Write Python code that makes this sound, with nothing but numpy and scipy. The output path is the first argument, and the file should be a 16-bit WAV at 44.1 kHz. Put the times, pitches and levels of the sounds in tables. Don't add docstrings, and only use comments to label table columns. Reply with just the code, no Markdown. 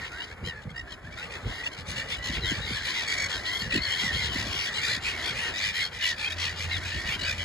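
import sys
import numpy as np
from scipy import signal
from scipy.fft import rfft, irfft
from scipy.io import wavfile
from scipy.ndimage import uniform_filter1d

SR = 44100
rng = np.random.default_rng(int(sys.argv[2]) if len(sys.argv) > 2 else 0)


def pcm_store(signal):
    levels = np.round(np.clip(np.atleast_2d(signal), -1, 1) * 32767)
    wavfile.write(sys.argv[1], SR, levels.astype(np.int16).T)


def attenuation_scalar(level_db):
    decades = np.asarray(level_db, float) / 20
    return 10 ** decades


N = 328104
TIME_S = np.arange(N) / SR


def shape(points, hz, column=1):
    table = np.array(points, float)
    return np.interp(np.log(np.maximum(hz, 1)), np.log(table[:, 0]), table[:, column])


def curve(points, column=1):
    table = np.array(points, float)
    return np.interp(TIME_S, table[:, 0], table[:, column])


def unit(x):
    return x / np.sqrt(np.mean(x ** 2) + 1e-18)


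def walk(size, rate_hz):
    width = max(int(SR / rate_hz), 2)
    noise = rng.standard_normal(max(size, SR // 3), dtype=np.float32)[:size]
    return unit(uniform_filter1d(uniform_filter1d(noise, width), width))


def flicker(rate_hz):
    coarse = walk(N // 8, 8 * rate_hz)
    return np.interp(TIME_S, np.linspace(0, N / SR, N // 8), coarse)


def tinted(points):
    hz = np.fft.rfftfreq(N, 1 / SR)
    return unit(irfft(rfft(rng.standard_normal(N)) * attenuation_scalar(shape(points, hz)), N))


def partials(hz, colour, tilt_db=0, scatter_db=2):
    partial_hz = hz * np.arange(1, 13)
    weak_db = 13 * (partial_hz == hz)
    tilt = tilt_db * np.log2(partial_hz / 3500)
    return shape(colour, partial_hz) - weak_db + tilt + scatter_db * rng.standard_normal(12)


def voice(size, hz, throb_hz, harsh, partial_db, effort, glide=0, lead=0,
          arch=.05, bow=.07, wobble=.06, depth=1):
    beat = lead + np.cumsum(throb_hz * (1 + .15 * harsh * walk(size, 25))) / SR
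    swell = np.sin(np.pi * beat) ** 2
    along = np.linspace(-1, 1, size)
    shake = harsh * (wobble * walk(size, 40) + .2 * harsh * walk(size, 900))
    pitch_hz = hz * (1 + glide * along + bow * (1 / 3 - along ** 2) + arch * (swell - .6) + shake)
    phase = np.float32(2 * np.pi * np.cumsum(pitch_hz) / SR)
    order = np.arange(1, len(partial_db) + 1, dtype=np.float32)[:, None]
    strength = np.float32(effort) ** (0.54 + 0.092 * order)
    stack = attenuation_scalar(partial_db) @ (strength * np.cos(order * phase))
    gate = 1 - depth * (1 - .25 * harsh) * (1 - np.tanh(2.4 * swell ** 2.2))
    return unit(stack * gate)


# start_s, length_s, pitch_hz, throb_hz, level_db
STEADY_CRIES = [
    (3.068, .08, 1095, 50, -32.5),
    (3.168, .105, 1090, 50, -30.5),
    (3.9, .04, 1060, 64, -37),
    (3.99, .03, 1075, 64, -36),
]
# start_s, length_s, pitch_hz, throb_hz, level_db
CLEAR_CRIES = [(0.194, 0.026, 958, 58, -42), (0.449, 0.057, 982, 83, -36.5),
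               (0.704, 0.0064, 1060, 90, -49.5), (0.755, 0.062, 945, 62, -44.5),
               (0.914, 0.021, 1030, 60, -40.5), (2.157, 0.044, 955, 56, -43.5),
               (1.175, 0.032, 1180, 96, -43), (1.725, 0.02, 1024, 62, -43), (2.436, 0.1, 1010, 99, -31),
               (2.888, 0.033, 1022, 47, -33.5), (3.813, 0.081, 1044, 64, -36), (7.182, 0.1, 956, 51, -35),
               (7.256, 0.074, 1225, 61, -32.5), (7.381, 0.061, 982, 88, -40.5)]
# start_s, length_s, pitch_hz, throb_hz, level_db
RASPING_CRIES = [(0.111, 0.14, 1400, 110, -67), (1.017, 0.083, 823, 50, -57), (1.298, 0.092, 860, 62, -42),
                 (1.641, 0.046, 866, 34.5, -36.5), (1.77, 0.051, 1010, 96, -43.5),
                 (1.956, 0.062, 933, 55, -34), (2.221, 0.1, 992, 71, -34), (3.447, 0.066, 1023, 110, -33),
                 (3.496, 0.15, 1027, 45, -34.5), (3.701, 0.093, 1303, 58, -28),
                 (3.856, 0.15, 1040, 89, -34), (4.108, 0.12, 1047, 100, -32.5),
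                 (4.814, 0.17, 1156, 64, -30), (5.219, 0.11, 1123, 65, -31.5),
                 (5.532, 0.19, 1188, 108, -31.5), (5.727, 0.16, 1024, 88, -31),
                 (5.912, 0.078, 783, 70, -44), (6.17, 0.115, 820, 61, -34), (2.842, 0.059, 1030, 60, -35),
                 (3.28, 0.11, 1040, 76, -33.5), (0.869, 0.071, 1000, 63, -54)]
# start_s, length_s, pitch_hz, level_db
SQUABBLE_CRIES = [(0.0, 0.053, 853, -54), (0.252, 0.092, 1040, -55.5), (0.613, 0.034, 1015, -54),
                  (1.211, 0.085, 877, -46.5), (1.45, 0.2, 985, -42), (1.861, 0.1, 1180, -38.5),
                  (2.074, 0.097, 882, -36), (2.312, 0.095, 917, -33.5), (2.516, 0.12, 1020, -41.5),
                  (2.632, 0.18, 1137, -34), (2.926, 0.15, 1176, -31.5), (3.973, 0.14, 1157, -32),
                  (4.204, 0.1, 1030, -31), (4.302, 0.17, 1116, -34.5), (4.487, 0.17, 959, -31.5),
                  (4.624, 0.081, 993, -33.5), (4.707, 0.12, 1128, -36.5), (5.005, 0.15, 1020, -34.5),
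                  (5.346, 0.19, 907, -33.5), (5.994, 0.15, 992, -29), (6.362, 0.14, 945, -31),
                  (6.545, 0.14, 1042, -37), (6.682, 0.093, 1080, -37.5), (6.836, 0.17, 893, -37),
                  (7.039, 0.14, 882, -35.5), (0.041, 0.046, 975, -41.5), (2.39, 0.044, 1014, -48),
                  (2.784, 0.074, 1050, -42), (3.601, 0.11, 1050, -45), (5.159, 0.082, 1060, -42.5),
                  (6.491, 0.06, 1000, -46.5), (7.318, 0.044, 995, -47), (1.106, 0.059, 1050, -54),
                  (1.392, 0.16, 1010, -54), (2.022, 0.063, 985, -60), (3.38, 0.056, 1016, -49),
                  (4.444, 0.059, 1050, -38), (5.315, 0.053, 1000, -49), (6.989, 0.05, 967, -51)]
STEADY_HARSH, CLEAR_HARSH, RASP_HARSH, SQUABBLE_HARSH = .12, .27, .47, .75


def roster():
    steady = [(*cry, STEADY_HARSH) for cry in STEADY_CRIES]
    clear = [(*cry, CLEAR_HARSH) for cry in CLEAR_CRIES]
    rasps = [(*cry, RASP_HARSH) for cry in RASPING_CRIES]
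    squabbles = [(s, length_s, hz, 70, db, SQUABBLE_HARSH) for s, length_s, hz, db in SQUABBLE_CRIES]
    return steady + clear + rasps + squabbles


# time_s, chorus_db, beak_tilt_db_per_octave
FLOCK_COURSE = [(0.0, -34, -7), (0.4, -49.5, 1.5), (0.9, -50.5, 1.5), (1.1, -47.5, 3.5), (2.1, -38.5, 2.5),
                (2.6, -34, 0.5), (3.0, -35.5, 0.5), (3.2, -27, -4), (3.35, -34, 0), (3.5, -33, 2),
                (5.7, -34.5, 1.5), (6.4, -34, 1.5), (7.44, -33.5, 0.5)]
# freq_hz, level_db
THROAT_COLOUR = [(800, 10.5), (1200, -2.5), (1800, 0), (2100, -13), (2600, 13), (3200, 6), (4300, 0.5),
                 (5400, -6.5), (6500, -14.5), (7600, -13.5), (8500, -19), (11300, -25.5)]
# freq_hz, level_db
STEADY_COLOUR = [(900, -6), (2200, 0), (3300, -7), (4400, 0), (5500, -6), (6600, -9), (7700, -14),
                 (8800, -20), (11300, -26)]


def cries(spill_s=.03, edge=.75, bow_s=.00719, join_db=-1):
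    out = np.zeros(N + SR)
    tilt = curve(FLOCK_COURSE, column=2)
    for s, length_s, hz, throb_hz, db, harsh in roster():
        start = max(int((s - spill_s / 2) * SR), 0)
        size = int((length_s + spill_s) * SR)
        tilt_db = tilt[min(start + size // 2, N - 1)]
        effort = signal.windows.tukey(size, (edge * harsh + 0.48) * min(0.11 / length_s, 1))
        if harsh <= STEADY_HARSH:
            levels_db, bow = partials(hz, STEADY_COLOUR), .025
        else:
            levels_db = partials(hz, THROAT_COLOUR, tilt_db)
            bow = min(bow_s / (length_s + spill_s), .1)
        cry = voice(size, hz, throb_hz, harsh, levels_db, effort, bow=bow)
        # pitch_hz, throb_hz, glide, crest (0-1 of the cry)
        neighbours = rng.uniform([850, 45.5, -.1, .1], [1200, 120, .1, 0.84], size=(3, 4))
        for near_hz, near_throb_hz, glide, crest in neighbours:
            own = effort * np.exp(-((np.linspace(0, 1, size) - crest) / 0.5) ** 2)
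            levels_db = partials(near_hz, THROAT_COLOUR, tilt_db, scatter_db=6)
            joined = voice(size, near_hz, near_throb_hz, .45, levels_db, own, glide)
            cry += harsh ** 1.5 * attenuation_scalar(join_db) * joined
        out[start:start + size] += attenuation_scalar(db - 1.0) * unit(cry)
    return out[:N]


# start_s, length_s, first_hz, last_hz, level_db
LIFTED_PARTIALS = [(0.0, 0.063, 1870, 1777, -41), (0.108, 0.12, 1367, 1725, -45.5),
                   (0.31, 0.025, 1617, 1710, -42), (0.458, 0.098, 1890, 1710, -42),
                   (0.74, 0.083, 1840, 1840, -43), (0.86, 0.056, 1560, 1774, -49),
                   (1.156, 0.1, 1194, 1697, -48), (1.305, 0.087, 1870, 1660, -46.5),
                   (1.574, 0.08, 1800, 1960, -42), (1.035, 0.065, 1510, 1860, -49),
                   (1.105, 0.05, 2055, 2360, -49), (1.516, 0.041, 1896, 2000, -47),
                   (2.0, 0.038, 1737, 1780, -40), (2.161, 0.22, 1914, 1960, -44.5),
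                   (2.418, 0.12, 1925, 2065, -36.5), (3.92, 0.08, 1750, 1700, -42),
                   (2.948, 0.08, 2050, 1900, -38), (3.289, 0.14, 1783, 1720, -44.5),
                   (0.687, 0.028, 2140, 2080, -51), (3.596, 0.1, 1800, 1705, -41.5),
                   (5.6, 0.11, 1750, 1636, -47), (6.371, 0.097, 1950, 2030, -43),
                   (6.59, 0.067, 1950, 2140, -43), (6.18, 0.091, 1650, 1720, -46),
                   (3.45, 0.15, 1900, 2090, -36.5), (3.693, 0.1, 1912, 1820, -38),
                   (3.759, 0.18, 2137, 2020, -37), (4.009, 0.13, 2074, 1690, -35.5),
                   (4.179, 0.066, 2150, 2056, -36), (5.092, 0.15, 2200, 2014, -40.5),
                   (5.235, 0.079, 2053, 2450, -38), (5.415, 0.096, 1900, 1714, -37),
                   (5.729, 0.13, 1798, 2145, -35), (5.988, 0.18, 2120, 1760, -37),
                   (6.701, 0.052, 2133, 2110, -35), (6.872, 0.2, 1720, 1870, -43),
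                   (0.181, 0.08, 2810, 3040, -39.5), (1.212, 0.043, 2660, 2620, -38),
                  (1.655, 0.032, 2700, 2830, -32), (1.986, 0.099, 2830, 2910, -50),
                  (3.501, 0.086, 3150, 3220, -33), (3.802, 0.027, 2200, 2400, -72),
                  (3.896, 0.072, 3055, 3130, -29), (3.978, 0.058, 3200, 3140, -32.5),
                  (4.119, 0.055, 3160, 3200, -38), (4.283, 0.074, 3080, 2970, -34),
                  (4.75, 0.046, 3130, 2920, -33), (5.043, 0.063, 2480, 2590, -32.5),
                  (5.636, 0.048, 3290, 2920, -33), (6.012, 0.069, 3090, 2620, -31),
                  (6.215, 0.085, 2270, 2593, -34.5), (6.248, 0.045, 2980, 3230, -34),
                  (6.428, 0.092, 2620, 2330, -39), (6.802, 0.075, 1290, 1840, -46),
                  (7.067, 0.086, 2350, 2830, -37), (7.122, 0.046, 3050, 3030, -34.5),
                  (7.228, 0.081, 2200, 2610, -41.5), (7.373, 0.074, 3070, 3140, -37),
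                   (2.099, 0.071, 3480, 3440, -35.5), (2.6, 0.084, 3850, 3600, -38),
                 (2.4, 0.15, 4400, 2400, -35), (2.1, 0.07, 3600, 3400, -43), (4.19, 0.07, 3900, 4200, -41),
                 (3.452, 0.0386, 3600, 4350, -35.5), (4.83, 0.04, 3000, 4280, -38),
                 (0.757, 0.052, 4650, 5500, -49), (5.8, 0.031, 4250, 3000, -42),
                 (5.8, 0.07, 3900, 4300, -38.5), (2.5, 0.022, 5900, 7040, -41),
                 (3.6, 0.055, 7000, 6850, -51), (4.6, 0.097, 4500, 4410, -42), (7.2, 0.07, 4100, 4680, -39),
                 (6.036, 0.076, 4150, 3780, -44), (8, 0.1, 2700, 2800, -43),
                 (7.198, 0.068, 4000, 4010, -41), (8.3, 0.045, 3750, 3890, -38),
                 (0.465, 0.021, 4050, 3950, -40), (3.745, 0.055, 4200, 4250, -35),
                 (3.8, 0.085, 4200, 4330, -33), (3.6, 0.035, 4310, 4480, -34.5),
                 (6.7, 0.093, 4200, 3200, -33), (4.119, 0.066, 2100, 5200, -37),
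                 (0.539, 0.077, 1780, 1600, -44.5), (4.722, 0.097, 3710, 4200, -38),
                 (4.863, 0.099, 3800, 4200, -33.5), (5.568, 0.0326, 4740, 6700, -37.5),
                 (5.613, 0.051, 3900, 5200, -37.5), (6.3, 0.044, 2900, 4190, -36),
                 (7.201, 0.14, 4300, 5170, -39)]


def strands(beak_db=12, harsh=.2):
    out = np.zeros(N + SR)
    nearer = roster()
    for s, length_s, first_hz, last_hz, db in LIFTED_PARTIALS:
        middle_s = s + length_s / 2
        parent = min(nearer, key=lambda cry: abs(cry[0] + cry[1] / 2 - middle_s))
        began_s, _, hz, throb_hz = parent[:4]
        start, size = max(int(s * SR), 0), int(length_s * SR)
        centre_hz = (first_hz + last_hz) / 2
        order = max(round(centre_hz / hz), 1)
        levels_db = partials(centre_hz / order, THROAT_COLOUR)
        levels_db[order - 1] = levels_db.max() + beak_db
        effort = signal.windows.tukey(size, .6)
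        glide = (last_hz - first_hz) / centre_hz / 2
        lead = throb_hz * (s - began_s + 0.01503)
        strand = voice(size, centre_hz / order, throb_hz, harsh, levels_db, effort, glide, lead,
                       bow=.055, wobble=.07, depth=.75)
        out[start:start + size] += attenuation_scalar(db) * strand
    return out[:N]


# freq_hz, level_db
FAR_COLOUR = [(900, -26), (1400, -6), (1700, 0), (2100, -2), (2600, -9), (4200, -7), (5500, -13),
              (8500, -24), (11300, -29)]


def chorus(count=170, length_s=.13, blur_db=-5):
    out = np.zeros(N + SR)
    size = int(length_s * SR)
    draws = rng.uniform([0, 790, 46, 1.5, -.1], [1, 1200, 120, 2.2, 0.3], size=(count, 5))
    for place, hz, throb_hz, db, glide in draws:
        start = int(place * N)
        cry = voice(size, hz, throb_hz, .45, partials(hz, FAR_COLOUR), np.hanning(size), glide)
        out[start:start + size] += attenuation_scalar(db) * cry
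    blend = unit(out[:N]) + attenuation_scalar(blur_db) * tinted(FAR_COLOUR)
    return attenuation_scalar(curve(FLOCK_COURSE) - 2.5) * blend


def answer(near, quick_s=.02, mood_s=.8, closeness=.49):
    quick = uniform_filter1d(near ** 2, int(quick_s * SR)) + 1e-9
    slow = uniform_filter1d(near ** 2, int(mood_s * SR)) + 1e-9
    return (quick / slow) ** (closeness / 2)


def field(x, ground_s=.0021, ground_db=-14, trees_db=-23, t60_s=.3):
    age_s = np.arange(SR // 2) / SR
    tail = rng.standard_normal(len(age_s)) * np.exp(-np.log(1000) * age_s / t60_s)
    response = attenuation_scalar(trees_db) * tail / np.sqrt(SR * t60_s / 14)
    response[0] += 1
    response[int(ground_s * SR)] += attenuation_scalar(ground_db)
    return signal.fftconvolve(x, response)[:N]


# start_s, peak_db
CASE_THUMPS = [(0.426, -21.5), (0.409, -30), (0.651, -20.5), (0.674, -28.5), (.704, -25), (.722, -25.5),
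               (1.04, -27.5), (1.074, -25.5), (1.091, -27), (1.143, -29), (1.158, -30), (1.457, -17),
               (1.491, -22), (2.295, -16.5), (2.381, -19), (2.514, -13.5), (2.58, -24.5), (2.706, -16),
               (3.616, -20), (3.734, -15), (3.75, -8), (3.774, -13.5), (4.033, -16.5), (4.15, -21.5),
               (4.354, -15.5), (4.465, -20), (4.971, -22), (1.912, -25), (2.33, -21), (2.648, -29),
               (3.221, -29.5), (4.062, -21.5), (4.55, -24.5), (5.301, -24.5), (7.083, -23), (7.158, -21.5),
               (7.41, -30)]


def thumps(hz=300, t60_s=.086, fall_s=.0149, rest=.1):
    out = np.zeros(N + SR)
    age_s = np.arange(SR // 4) / SR
    sag = rest + (1 - rest) * np.exp(-age_s / fall_s)
    envelope = (1 - np.exp(-age_s / 0.0071)) * np.exp(-np.log(1000) * age_s / t60_s)
    for s, db in CASE_THUMPS:
        pitch_hz = hz * attenuation_scalar(0.327 * (db + 22.5)) * sag
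        ring = np.sin(2 * np.pi * np.cumsum(pitch_hz) / SR) * envelope
        start = int(s * SR)
        out[start:start + len(age_s)] += attenuation_scalar(db - 5.0) * ring
    return out[:N]


# middle_s, length_s, level_db
WIND_GUSTS = [(0.446, 0.064, -37), (0.694, 0.1, -43), (1.084, 0.11, -41.5), (1.478, 0.038, -32.5),
              (1.967, 0.2, -43.5), (2.46, 0.34, -40), (2.7, 0.2, -41.5), (3.713, 0.19, -38.5),
              (4.292, 0.41, -38.5), (4.917, 1, -49.5), (7.194, 1, -42.5)]
# freq_hz, density_db_per_hz
WIND_COLOUR = [(12, -44), (20, -19), (48, 6), (97, 3.5), (270, -13.5), (380, -16), (505, -14), (621, -15),
               (700, -47), (910, -56), (1540, -120)]


def wind(calm_db=-50.5, gusty_db=4.5):
    power = np.full(N, attenuation_scalar(calm_db) ** 2)
    for middle_s, length_s, db in WIND_GUSTS:
        power += attenuation_scalar(db) ** 2 * np.exp(-(2 * (TIME_S - middle_s) / length_s) ** 2)
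    lumps = attenuation_scalar(2 * gusty_db * np.tanh(flicker(48.0) / 2))
    return attenuation_scalar(2.5) * np.sqrt(power) * unit(tinted(WIND_COLOUR) * lumps)


# time_s, level_db
HUM_COURSE = [
    (0, -61),
    (6.25, -53),
    (6.36, -38),
    (6.5, -41.5),
    (6.75, -35.5),
    (6.9, -41.5),
    (7.05, -48.5),
    (7.44, -38.5),
]


def engine(hz=86.6):
    phase = 2 * np.pi * np.cumsum(hz * (1 + 0.011 * flicker(10.3))) / SR
    return np.sqrt(2) * attenuation_scalar(curve(HUM_COURSE) + 0.29 * flicker(12)) * np.sin(phase)


# time_s, level_db
ROAD_COURSE = [
    (0, -50),
    (.35, -51),
    (.9, -52.5),
    (1.6, -47.5),
    (5.4, -45.5),
    (5.9, -49.5),
    (7.44, -48.5),
]
# freq_hz, density_db_per_hz
ROAD_COLOUR = [(150, -1.5), (300, -3), (480, 0), (700, -0.5), (1000, -3), (1500, -1), (3000, -12),
               (6000, -26), (11500, -31)]


def traffic():
    level_db = curve(ROAD_COURSE) + 4.5 + 1.0 * flicker(63) + 1.38 * flicker(6.4)
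    return attenuation_scalar(level_db) * tinted(ROAD_COLOUR)


# freq_hz, left_minus_right_db, lag_rad, likeness_0_1
PORT_MATCH = [(200, -1, 0, .92), (520, 1, -.2, .55), (1150, 3, 0, .87), (1950, -2, .1, .94),
              (2250, -3, .8, .8), (2500, -1, 2.1, .96), (2750, 1, 2.2, .97), (3200, 5, 1.9, .75),
              (3550, 9, 1, .1), (3750, 7, 0, .6), (4200, 4, 0, .85), (5000, 3, .4, .7), (5650, 5, 1.9, .7),
              (6500, 2, .1, .93), (6950, 0, 0, .995), (7400, 0, 0, .99), (7850, 1, -.8, .6),
              (8350, 0, -3.14, .99), (9600, 0, -3.14, .99), (10050, 0, -4.6, .5), (10500, 0, -6.28, .99)]
# time_s, long_lag_share_0_1
HAND_SWAY = [
    (0, .5),
    (.65, .9),
    (1.2, .5),
    (1.5, .9),
    (2.7, 1),
    (3.2, .6),
    (4.2, .5),
    (5, .2),
    (7.44, 0),
]


def ports(x):
    hz, wave = np.fft.rfftfreq(N, 1 / SR), rfft(x)
    shade = attenuation_scalar(-shape(PORT_MATCH, hz))
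    lag_rad = shape(PORT_MATCH, hz, column=2)
    like = shape(PORT_MATCH, hz, column=3)
    sway = np.clip(curve(HAND_SWAY) + .25 * flicker(4), 0, 1)

    def delayed(stretch):
        turned = np.exp(-1j * lag_rad * np.where(lag_rad > 0, stretch, 1))
        return irfft(wave * shade * like * turned, N)

    right = (1 - sway) * delayed(.9) + sway * delayed(1.45)
    turn_rad = np.pi * flicker(5)
    for share in (np.cos(turn_rad), np.sin(turn_rad)):
        burst = rng.standard_normal(200) * np.hanning(200)
        scatter = np.exp(1j * np.angle(rfft(burst, N)))
        right += share * irfft(wave * shade * np.sqrt(1 - like ** 2) * scatter, N)
    return np.array([x, right])


def scene():
    near = cries() + strands()
    birds = field(near + answer(near) * chorus())
    return ports(birds + thumps() + wind() + engine() + traffic())


def band_limit(x):
    return signal.sosfilt(signal.butter(12, 12900, fs=SR, output="sos"), x)


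def record(dry):
    bass_cut = signal.butter(2, 45, "high", fs=SR, output="sos")
    top_cut = signal.ellip(8, .3, 70, 11750, fs=SR, output="sos")
    mix = signal.sosfilt(bass_cut, dry)
    mix = np.tanh(3.5 * mix) / 3.5
    mix = signal.sosfilt(top_cut, mix)
    return band_limit(mix)


dry = scene()
out = record(dry)
pcm_store(out)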